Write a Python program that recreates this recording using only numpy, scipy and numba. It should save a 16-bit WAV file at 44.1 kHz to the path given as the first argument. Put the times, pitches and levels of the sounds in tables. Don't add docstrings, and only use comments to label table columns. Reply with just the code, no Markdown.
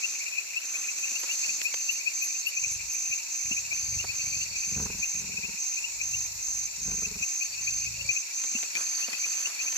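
import sys
import numpy as np
from scipy import signal
from scipy.fft import rfft, irfft, next_fast_len
from scipy.io import wavfile
from numba import njit

SR = 44100
rng = np.random.default_rng(int(sys.argv[2]) if len(sys.argv) > 2 else 0)


def master_out(mix):
    frames = np.transpose(np.atleast_2d(mix))
    ceiling = np.clip(frames, -1, 1)
    pcm = np.round(ceiling * 32767).astype(np.int16)
    wavfile.write(sys.argv[1], SR, pcm)


N = 430857
T = np.arange(N) / SR


def undb(db):
    return 10 ** (np.asarray(db) / 20)


def unit(x):
    return x / np.sqrt(np.mean(x ** 2) + 1e-18)


def noise(channels=2):
    return rng.standard_normal((channels, N))


def curve(rows):
    return np.interp(T, *np.transpose(rows))


def walk(rate):
    knots = np.arange(0, T[-1] + 1, 1 / rate)
    return 1.4 * np.interp(T, knots, rng.standard_normal(len(knots)))


def bouts(rows, rise_s, fall_s):
    return sum(undb(db) * np.clip((T - start) / rise_s + .5, 0, 1)
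               * np.clip((end - T) / fall_s + .5, 0, 1) for start, end, db in rows)


def whistle(hz):
    return np.sin(2 * np.pi * (np.cumsum(hz) / SR + rng.random()))


def add(out, at, sound):
    start = int(at * SR)
    lo, hi = max(start, 0), min(start + sound.shape[-1], N)
    if hi > lo:
        out[..., lo:hi] += sound[..., lo - start:hi - start]


def shape(x, response):
    size = next_fast_len(N + SR // 2, True)
    hz = np.fft.rfftfreq(size, 1 / SR) + 1e-3
    return irfft(rfft(x, size) * response(hz), size)[..., :N]


def colour(x, points):
    hz, db = np.transpose(points)
    return shape(x, lambda f: undb(np.interp(np.log(f), np.log(hz), db)))


def ring(x, modes):
    return shape(x, lambda f: sum((-1) ** k * undb(db) / (1 + 1j * (f * f - hz * hz) / (f * width))
                                  for k, (hz, width, db) in enumerate(modes)))


@njit
def resonate(x, hz, width):
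    y, band, low = np.empty(len(x)), 0., 0.
    for i in range(len(x)):
        g, damping = np.tan(np.pi * hz[i] / SR), width / hz[i]
        v = (band + g * (x[i] - low)) / (1 + g * (g + damping))
        band, low = 2 * v - band, low + 2 * g * v
        y[i] = damping * v
    return y


def spread(pair, alike_hz):
    side = shape(pair[1], lambda f: 0.99 * f ** 2 / (f ** 2 + alike_hz ** 2))
    return pair[0] + np.array([side, -side])


def in_bush(x, wet_db, t60, pan_db, lag_ms):
    t = np.arange(SR // 2) / SR
    leaves = rng.standard_normal((2, len(t))) * undb(-60 * t / t60)
    leaves /= np.sqrt(np.sum(leaves ** 2, axis=1, keepdims=True))
    direct = np.array([x, shape(x, lambda f: np.exp(-2j * np.pi * f * lag_ms / 1000))])
    echoes = undb(wet_db) * signal.fftconvolve(x[None], leaves, axes=1)[:, :N]
    return (direct + echoes) * undb([[pan_db / 2], [-pan_db / 2]]) / np.hypot(1, undb(wet_db))


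# time in seconds, level in dB.
HISS_LEVELS = [(0, -35), (.55, -38.5), (.72, -38.5), (1.5, -32.5), (1.75, -36.5), (9.77, -37)]
# start and end in seconds, level in dB.
BUZZ_BOUTS = [(.7, 1.17, -41), (1.35, 1.66, -40.5), (2.1, 2.36, -45), (2.6, 2.75, -41), (4.15, 4.4, -49),
              (5.75, 6, -41), (6.35, 6.6, -48), (7.2, 7.6, -47.5), (8.4, 8.7, -40.5), (9.2, 9.55, -43)]
# frequency in Hz, relative level in dB.
HISS_SPECTRUM = [(3000, -40), (3700, -13), (4150, -7), (4450, -2), (4900, -9.5), (5400, -2.5), (5850, 2),
                 (6300, -0.5), (6750, 2.5), (7150, 3.5), (7500, -1), (8000, -9.5), (8400, -15), (8900, -59)]
BUZZ_SPECTRUM = [(5000, -20.5), (6200, -2), (7000, 7), (7500, 4), (8100, -6.5), (8700, -60.5)]


def far_insects():
    hiss = unit(colour(noise(), HISS_SPECTRUM)) * undb(curve(HISS_LEVELS) + walk(140))
    buzz = unit(colour(noise(), BUZZ_SPECTRUM)) * undb(1.4 * walk(120))
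    buzz *= bouts(BUZZ_BOUTS, rise_s=0.097, fall_s=0.069)
    faint_cricket = whistle(4156 + 12 * walk(60)) * undb(-59.5 + 2 * walk(4.9))
    return hiss + buzz + faint_cricket


# frequency in Hz, relative level in dB.
AIR_SPECTRUM = [(25, -46), (60, -19), (130, -9), (300, -3.5), (600, 1.5), (1000, 2), (1600, -3),
                (2100, 10.5), (3100, -10), (7000, -18), (9200, -32), (10600, 2), (13500, 7), (15500, -7.5)]


def night_air():
    return unit(spread(colour(noise(), AIR_SPECTRUM), alike_hz=390)) * undb(-51.5 + 0.85 * walk(2.64))


# time in seconds, level in dB.
GRASS_LEVELS = [(0, -49), (.45, -54.5), (.7, -49.5), (1.3, -46.5), (1.9, -54.5), (3.2, -56), (3.6, -53),
                (4.9, -54), (5.7, -57), (8.2, -53.5), (8.8, -46), (9.77, -44)]
# frequency in Hz, relative level in dB.
GRASS_SPECTRUM = [(25, -46), (50, -30), (130, -20), (280, -8), (700, -5), (1300, -1), (2000, 1.5),
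                  (3200, -2.5), (6000, -1.5), (8000, -64), (9200, -17.5), (11000, -0.5), (15000, -18)]


def grass(sway_db=1.1, grain_db=2.0):
    grains = undb(sway_db * walk(22) + grain_db * walk(220))
    blades = colour(noise() * grains, GRASS_SPECTRUM)
    return unit(spread(blades, alike_hz=700)) * undb(curve(GRASS_LEVELS))


# start, end, burst period and burst length, all in seconds.
TRILL_RUNS = [(0.016, 0.21, .42, .29), (0.634, 1.585, .33, .295), (1.722, 2.766, .416, .28),
              (2.889, 5.212, .419, .3), (5.581, 5.783, .42, .29), (6.017, 7.866, .398, .258),
              (8.094, 8.22, .42, .29), (8.341, 9.8, .421, .305)]


def trill_bursts(warm_db=-36, cold_db=-5, warm_up_s=2.37):
    return [(at, min(at + length, end), warm_db + cold_db * max(1 - at / warm_up_s, 0))
            for start, end, period, length in TRILL_RUNS for at in np.arange(start, end, period)]


# frequency and width in Hz, relative level in dB.
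ECHO_TONES = [(6030, 24, 0), (6100, 22, 0), (6168, 18, -1.5), (6226, 18, -1), (6292, 22, 0.5),
              (6360, 16, -8), (6432, 22, 1), (6548, 18, -3.5), (6635, 22, -2.5)]
# frequency in Hz, relative level in dB.
SCRAPE_SPECTRUM = [(4800, -26.5), (5700, 3.5), (6200, 3), (6650, 6.5), (7000, 5), (7600, -2), (8600, -72),
                   (9400, -23), (10600, -8), (13000, -48), (15000, -19)]


def bush_cricket(stroke_hz=54, tiring_hz_per_s=21, high_hz=6800, low_hz=5800, grit_db=-3, scrape_db=-10):
    bursts = trill_bursts()
    starts = np.array(bursts)[:, 0]
    age_s = T - starts[np.maximum(np.searchsorted(starts, T) - 1, 0)]
    rate_hz = (stroke_hz - tiring_hz_per_s * age_s) * (1 + 0.07 * walk(30))
    stroke_phase = np.cumsum(rate_hz) / SR % 1
    pressure = .25 + np.sin(np.pi * stroke_phase) ** 2
    sweep = unit(pressure * whistle(high_hz + (low_hz - high_hz) * stroke_phase + 110 * walk(900)))
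    scrape = unit(colour(noise(), SCRAPE_SPECTRUM) * pressure * undb(3.4 * walk(400)))
    strokes = in_bush(sweep, wet_db=-11, t60=0.066, pan_db=-1.0, lag_ms=0.19)
    tones = unit(ring(strokes + undb(grit_db) * scrape, ECHO_TONES))
    trill = undb(-2.5) * (strokes + tones) + undb(scrape_db) * scrape
    return trill * bouts(bursts, rise_s=.036, fall_s=.026) * undb([[1.2], [2.8]])


# time in seconds, pitch in Hz, relative level in dB.
NEAR_PIPS = [(0.045, 2665, -27), (0.219, 2410, -38), (0.274, 2440, -31.5), (0.33, 2530, -37),
             (0.385, 2510, -30), (0.576, 2710, -27), (0.756, 2490, -34), (0.893, 2560, -34),
             (1.046, 2610, -31), (1.16, 2700, -32), (1.308, 2740, -25.5), (1.444, 2570, -31.5),
             (1.5, 2540, -31.0), (1.664, 2550, -29), (1.9, 2750, -25.5), (2.006, 2386, -35),
             (2.074, 2530, -26.5), (2.226, 2510, -31.5), (2.478, 2770, -25.5), (2.58, 2540, -30),
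             (2.648, 2520, -31), (3.128, 2530, -29.5), (3.522, 2740, -32), (3.577, 2500, -34),
             (3.725, 2430, -30.5), (4.002, 2760, -31.5), (4.099, 2510, -32), (4.206, 2463, -34.5),
             (4.344, 2465, -37), (4.419, 2734, -33), (4.565, 2500, -34.0), (4.638, 2470, -39),
             (4.928, 2512, -38), (5.036, 2516, -29), (5.374, 2504, -31.5), (5.449, 2564, -32),
             (5.781, 2517, -35), (5.849, 2764, -32), (6.017, 2500, -31.5), (6.145, 2730, -34),
             (7.051, 2550, -31.5), (7.229, 2518, -31), (7.421, 2494, -31.5), (7.592, 2625, -37),
             (7.681, 2480, -32), (7.871, 2516, -35), (8.008, 2710, -37), (8.103, 2525, -25),
             (8.167, 2520, -30), (8.563, 2730, -30), (8.766, 2420, -30.5), (9.04, 2730, -30.5),
             (9.139, 2500, -33.5), (9.245, 2440, -33), (9.382, 2440, -38.5), (9.46, 2770, -31),
             (9.603, 2500, -32.5), (9.678, 2480, -35)]
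# time in seconds, relative level in dB.
CHORUS_LEVELS = [(0, -43), (1.4, -44), (2.2, -44.5), (5.4, -44), (6.5, -49.5), (7.5, -44.5), (9.77, -45.5)]
# frequency in Hz, relative level in dB.
HAZE_SPECTRUM = [(1500, -31.5), (2150, -13.5), (2400, 1), (2550, 4.5), (2780, -2), (2950, -24),
                 (3800, -17.5), (5000, -71)]


def frogs(pip_s=.052, rise_hz=480, near_db=1.5, scatter_db=2.5, haze_db=-3.5, far_pips=210, spots=3):
    u = np.linspace(-.5, .5, int(pip_s * SR))
    swell = np.cos(np.pi * u) ** 2
    near, far = np.zeros(N), np.zeros((spots, N))
    for at, hz, db in NEAR_PIPS:
        add(near, at - pip_s / 2, undb(near_db + db) * swell * whistle(hz + rise_hz * u))
    for k, (late, pitch, loud) in enumerate(rng.random((far_pips, 3))):
        pip = swell * whistle(2390 + 230 * pitch + rise_hz * u)
        add(far[k % spots], (k + late) / far_pips * T[-1], undb(scatter_db * (2 * loud - 1)) * pip)
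    near *= 1 + 0.43 * walk(400)
    far *= 1 + 0.58 * walk(700)
    near = in_bush(near, wet_db=-10, t60=.05, pan_db=6, lag_ms=.18)
    far = undb(-1.5) * unit(sum(in_bush(spot, wet_db=0, t60=0.06, pan_db=4, lag_ms=0.1) for spot in far))
    haze = unit(colour(noise(), HAZE_SPECTRUM)) * undb(haze_db + 2 * walk(50))
    chorus_gain = undb(curve(CHORUS_LEVELS))
    return colour(near + chorus_gain * far, [(2850, 0), (3050, -13)]) + chorus_gain * haze


# middle and length in seconds, level in dB.
BRUSHES = [(0.775, .45, -52), (8.805, 0.14, -41), (9.12, 0.097, -43), (9.472, 0.096, -45)]
# frequency in Hz, relative level in dB.
SWISH_SPECTRUM = [(20, -70), (150, -20), (330, -3), (800, -6.5), (1500, 5), (2500, -12), (4500, -7),
                  (8000, -1), (15000, -18)]


def swishes():
    push = sum(undb(db) * np.cos(np.pi * np.clip((T - at) / length, -.5, .5)) ** 2
               for at, length, db in BRUSHES)
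    blades = colour(noise() * undb(1.8 * walk(350)), SWISH_SPECTRUM)
    return push * unit(spread(blades, alike_hz=700))


# start and end in seconds, level in dB.
CHIRR_BOUTS = [(1.1, 2.58, -46), (3.7, 4.72, -43), (7.4, 8.12, -43.5), (8.3, 8.75, -52),
               (8.75, 9.25, -41.5), (9.25, 9.8, -45)]


def field_cricket(beat_hz=36, pitch_hz=4520):
    beat = np.maximum(whistle(beat_hz * (1 + 0.13 * walk(25))), 0) * undb(1.9 * walk(35))
    chirr = unit(beat * whistle(pitch_hz + 40 * walk(250)))
    chirr *= bouts(CHIRR_BOUTS, rise_s=0.11, fall_s=0.084)
    return in_bush(chirr, wet_db=1.5, t60=0.12, pan_db=-0.5, lag_ms=0.03)


# time in seconds, then thud, crunch and crackle gains in dB.
LOUD_SNAPS = [(1.115, -49, -41, -46), (1.231, -57, -32.5, -25), (1.485, -52, -55, -50),
              (1.54, -52, -56, -48), (1.614, -60, -37, -18.5), (1.738, -57, -36.5, -22),
              (3.51, -33.5, -41, -49), (3.722, -50, -40, -30), (4.041, -40.5, -34, -48),
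              (6.481, -51, -49, -52), (7.609, -50.5, -57, -52), (8.437, -50, -41, -24),
              (8.519, -48, -50, -44), (8.549, -35, -43, -38), (8.628, -51, -37, -22),
              (8.752, -52, -43, -24), (8.768, -52, -42, -26), (9.082, -44, -33, -34), (9.13, -48, -43, -23),
              (9.47, -57, -40, -26), (9.724, -60, -44, -25)]
# thud, crunch and crackle gains in dB relative to the grass.
SMALL_SNAP_OFFSETS = (-8, -2, 1)
# frequency in Hz, relative level in dB.
THUD_SPECTRUM = [(20, -45), (50, -22), (130, -8), (240, 11), (400, -9), (900, -52)]
CRUNCH_SPECTRUM = [(40, -50), (200, -16), (400, 1), (750, 3), (1200, 1), (2100, -7), (3500, -19)]
CRACKLE_SPECTRUM = [(1000, -16), (2200, 11), (3600, 2.5), (7000, 6), (9200, -12), (11000, -8), (15000, -17)]


def snaps(small_count=24, scatter_db=3, rise_s=0.0019):
    t = np.arange(SR // 8) / SR
    small = []
    for at, size in zip(rng.random(small_count) * T[-1], rng.uniform(-0.92, 1, small_count)):
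        grass_db = np.interp(at, *np.transpose(GRASS_LEVELS))
        small.append((at, *(grass_db + np.array(SMALL_SNAP_OFFSETS) + scatter_db * size)))
    parts = [(THUD_SPECTRUM, .008), (CRUNCH_SPECTRUM, .0058), (CRACKLE_SPECTRUM, .0036)]
    out = 0
    for k, (spectrum, decay_s) in enumerate(parts):
        blows = np.zeros(N)
        for at, *levels in LOUD_SNAPS + small:
            add(blows, at, undb(levels[k]) * (1 - np.exp(-t / rise_s)) * np.exp(-t / decay_s))
        fibres = noise() * undb(2.8 * walk(400))
        out += unit(spread(colour(fibres, spectrum), alike_hz=900)) * blows
    return out


# time in seconds, lowest pitch in Hz, relative level in dB.
BAT_CALLS = [(1.203, 11650, -42), (1.334, 11330, -44), (1.641, 11320, -39), (1.929, 11470, -39.5),
             (2.243, 11570, -35), (2.484, 11470, -35.5), (2.73, 11100, -39.5), (2.939, 11400, -42),
             (6.351, 11640, -51), (7.444, 10950, -45.5)]


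def bat(call_s=0.066, sweep_hz=8000, sweep_scatter=.3, roughness=0.3):
    u = np.linspace(-1, .5, int(call_s * SR))
    calls = np.zeros(N)
    swell = np.exp(-(u / 0.35) ** 2) + 0.2 * np.hanning(len(u))
    for (at, hz, db), steep in zip(BAT_CALLS, rng.uniform(-1.1, 1, len(BAT_CALLS))):
        dive_hz = sweep_hz * (1 + sweep_scatter * steep) * np.minimum(u, 0) ** 2
        call = swell * whistle(hz + dive_hz + 200 * walk(903)[:len(u)])
        add(calls, at - call_s * 2 / 3, undb(db) * call)
    return in_bush(calls * (1 + roughness * walk(600)), wet_db=-1, t60=0.066, pan_db=0.5, lag_ms=0.019)


# time in seconds, level in dB.
HUM_LEVELS = [(2.5, -85), (2.6, -68), (4.8, -71.5), (5.4, -66), (7.6, -69.5), (8.2, -71), (9.0, -78)]
RUMBLE_LEVELS = [(2.54, -100), (2.6, -66), (3.3, -71), (4.9, -60), (5.7, -64), (6.4, -60), (7.2, -67),
                 (7.5, -75), (8.1, -75), (8.2, -78), (9.77, -77)]


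def hum_and_rumble():
    mode = [(918, 63, 0)]
    hum = unit(spread(ring(ring(noise(), mode), mode), alike_hz=900))
    rumble_spectrum = [(15, -18), (40, 8), (90, -5.5), (200, -12), (600, -46), (2000, -80)]
    rumble = unit(colour(noise(channels=1), rumble_spectrum))
    return hum * undb(curve(HUM_LEVELS)) + rumble * undb(curve(RUMBLE_LEVELS) + 2.7 * walk(6))


# start, peak and end in seconds, first and last flaps a second,
# first and last chest tuning as a ratio, first and last rebound in dB, chest and throat levels in dB,
# swell up to the peak and sag after it in dB.
GROWL_GESTURES = [(2.615, 2.78, 2.88, 20.3, 27, 0.95, 0.78, -9, -5, -55, -76, 7.5, 2),
                  (3.096, 3.11, 3.13, 29, 21, 0.91, .9, -10, -6, -62, -71, 0, 6),
                  (3.447, 3.549, 3.806, 18.2, 16, 0.93, 0.91, -1, -1, -62, -71, -2, 1),
                  (3.841, 3.964, 4.24, 26, 19, 0.85, 1.02, -7, -13, -45.5, -62, 9, 14),
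                  (4.268, 4.33, 4.59, 21.8, 19.6, 0.93, .95, -5, -9, -53.5, -61.5, 0, 4.5),
                  (4.675, 4.767, 5.015, 23, 20.8, 0.86, 0.76, -9, -7, -46.5, -47, 9, 7.5),
                  (5.144, 5.264, 5.574, 21, 19.4, 0.88, 0.6, -1, -22, -54.5, -51.5, 7, 5),
                  (5.872, 6.126, 6.4, 24.2, 23.9, 1.03, 0.71, 3, 6.5, -58.5, -84, 20, 7),
                  (6.499, 6.561, 6.68, 23.8, 21.2, 0.97, 0.68, -2, -13, -59.5, -73, 7, 3),
                  (6.779, 6.87, 7.24, 26, 20, 0.77, 0.69, -11, -16, -46.5, -49, 13, 4.5),
                  (7.45, 7.831, 8.101, 26, 28, 0.88, 0.94, 0, -7, -53.5, -68.5, 17, 0)]
# start and end in seconds, blows per flap.
HARD_PUSHES = [(4.755, 4.84, 3), (6.84, 6.93, 2)]


def vocal_folds(jitter_s=0.0011, rattle_db=-1, scatter_db=1.8):
    flaps = np.zeros(N)
    for start, _, end, rate0, rate1, _, _, rebound0, rebound1, *_ in GROWL_GESTURES:
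        at = start
        while at < end:
            period = 1 / np.interp(at, [start, end], [rate0, rate1])
            rattle = [(at + period * k / blows, rattle_db) for first, last, blows in HARD_PUSHES
                      for k in range(1, blows) if first < at + period * k / blows < last]
            rebound = [(at + period / 2, np.interp(at, [start, end], [rebound0, rebound1]))]
            for when, db in [(at, 0)] + (rattle or rebound):
                late, size = rng.standard_normal(2)
                add(flaps, when + jitter_s * late, undb([db + scatter_db * size]))
            at += period
    return flaps


def effort(release_db_per_s=220):
    chest, throat = np.zeros(N), np.zeros(N)
    for start, peak, end, *_, chest_db, throat_db, swell_db, sag_db in GROWL_GESTURES:
        outside_s = np.maximum(start - T, 0) + np.maximum(T - end, 0)
        push_db = np.interp(T, [start, peak, end], [-swell_db, 0, -sag_db]) - release_db_per_s * outside_s
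        chest = np.maximum(chest, undb(chest_db + push_db))
        throat = np.maximum(throat, undb(throat_db + push_db))
    return chest, throat


# frequency and width in Hz, relative level in dB.
CHEST_MODES = [(68.4, 25.3, 4), (111, 28, 2), (148, 45, -5.5)]
THROAT_MODES = [(183, 57, 2), (222, 30, 3), (275, 60, -6), (428, 40, -13), (510, 61, -34)]
MOUTH_MODES = [(424, 35, -1), (560, 53, -5), (735, 17, -1), (960, 85, -3), (1530, 97, -0.5)]
# start and end in seconds, pitch in Hz, gain in dB.
NOSE_TONES = [(3.883, 4.584, 565, -70), (4.74, 4.952, 423, -59.5), (5.195, 5.496, 421, -66),
              (6.878, 7.185, 417, -58.5), (7.96, 8.11, 555, -67)]


def leopard(rasp_db=-10, rasp_s=0.01, voiced_db=-.5, waver=0.071):
    flaps = vocal_folds()
    puffs = signal.lfilter([1], [1, -np.exp(-1 / (rasp_s * SR))], flaps)
    source = unit(flaps) + .1 * unit(puffs * noise(channels=1)[0])
    glide = [point for start, _, end, _, _, first, last, *_ in GROWL_GESTURES
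             for point in ((start, first), (end, last))]
    tuning = curve(glide) * np.exp(waver * walk(12))
    chest = sum((-1) ** k * undb(db) * resonate(source, hz * tuning, float(width))
                for k, (hz, width, db) in enumerate(CHEST_MODES))
    chest = unit(colour(chest, [(20, -5), (45, 0), (70, 3.5), (150, 8.5), (400, -46), (1200, -36)]))
    throat = ring(source, THROAT_MODES)
    throat = unit(colour(throat, [(60, -7), (160, 0), (550, -10.5), (1200, -6), (3000, -40)]))
    breath = ring(puffs * noise(), MOUTH_MODES)
    rasp = unit(spread(colour(breath, [(150, -5), (400, -5), (1600, -11), (3500, -30)]), alike_hz=810))
    nose = 0
    for start, end, hz, db in NOSE_TONES:
        mode = [(hz, 52, 0)]
        nose += unit(ring(ring(source, mode), mode)) * bouts([(start, end, db)], rise_s=.071, fall_s=.031)
    chest_gain, throat_gain = effort()
    return chest_gain * chest + throat_gain * (undb(voiced_db) * throat + undb(rasp_db) * rasp) + nose


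# time in seconds, gain in dB.
HARD_SLAPS = [(4.798, -33.5), (4.858, -29), (4.901, -37), (6.916, -39.5), (7.02, -38)]
# frequency in Hz, relative level in dB.
CRACK_SPECTRUM = [(20, -30), (100, -4), (220, 4), (500, 1), (1000, -4), (1500, -4.5), (2200, -17),
                  (3500, -41)]


def throat_cracks(rise_s=0.0012, decay_s=0.0048):
    t = np.arange(SR // 16) / SR
    blows = np.zeros(N)
    for at, db in HARD_SLAPS:
        add(blows, at, undb(db) * (1 - np.exp(-t / rise_s)) * np.exp(-t / decay_s))
    return blows * unit(spread(colour(noise(), CRACK_SPECTRUM), alike_hz=1210))


def scene():
    surroundings = far_insects() + night_air() + grass() + bush_cricket() + frogs()
    visitors = swishes() + field_cricket() + snaps() + bat()
    return surroundings + visitors + hum_and_rumble() + leopard() + throat_cracks()


def record(dry, top_hz=15400):
    return signal.sosfilt(signal.ellip(10, .2, 80, top_hz, fs=SR, output="sos"), dry)


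dry = scene()
out = record(dry)
master_out(out)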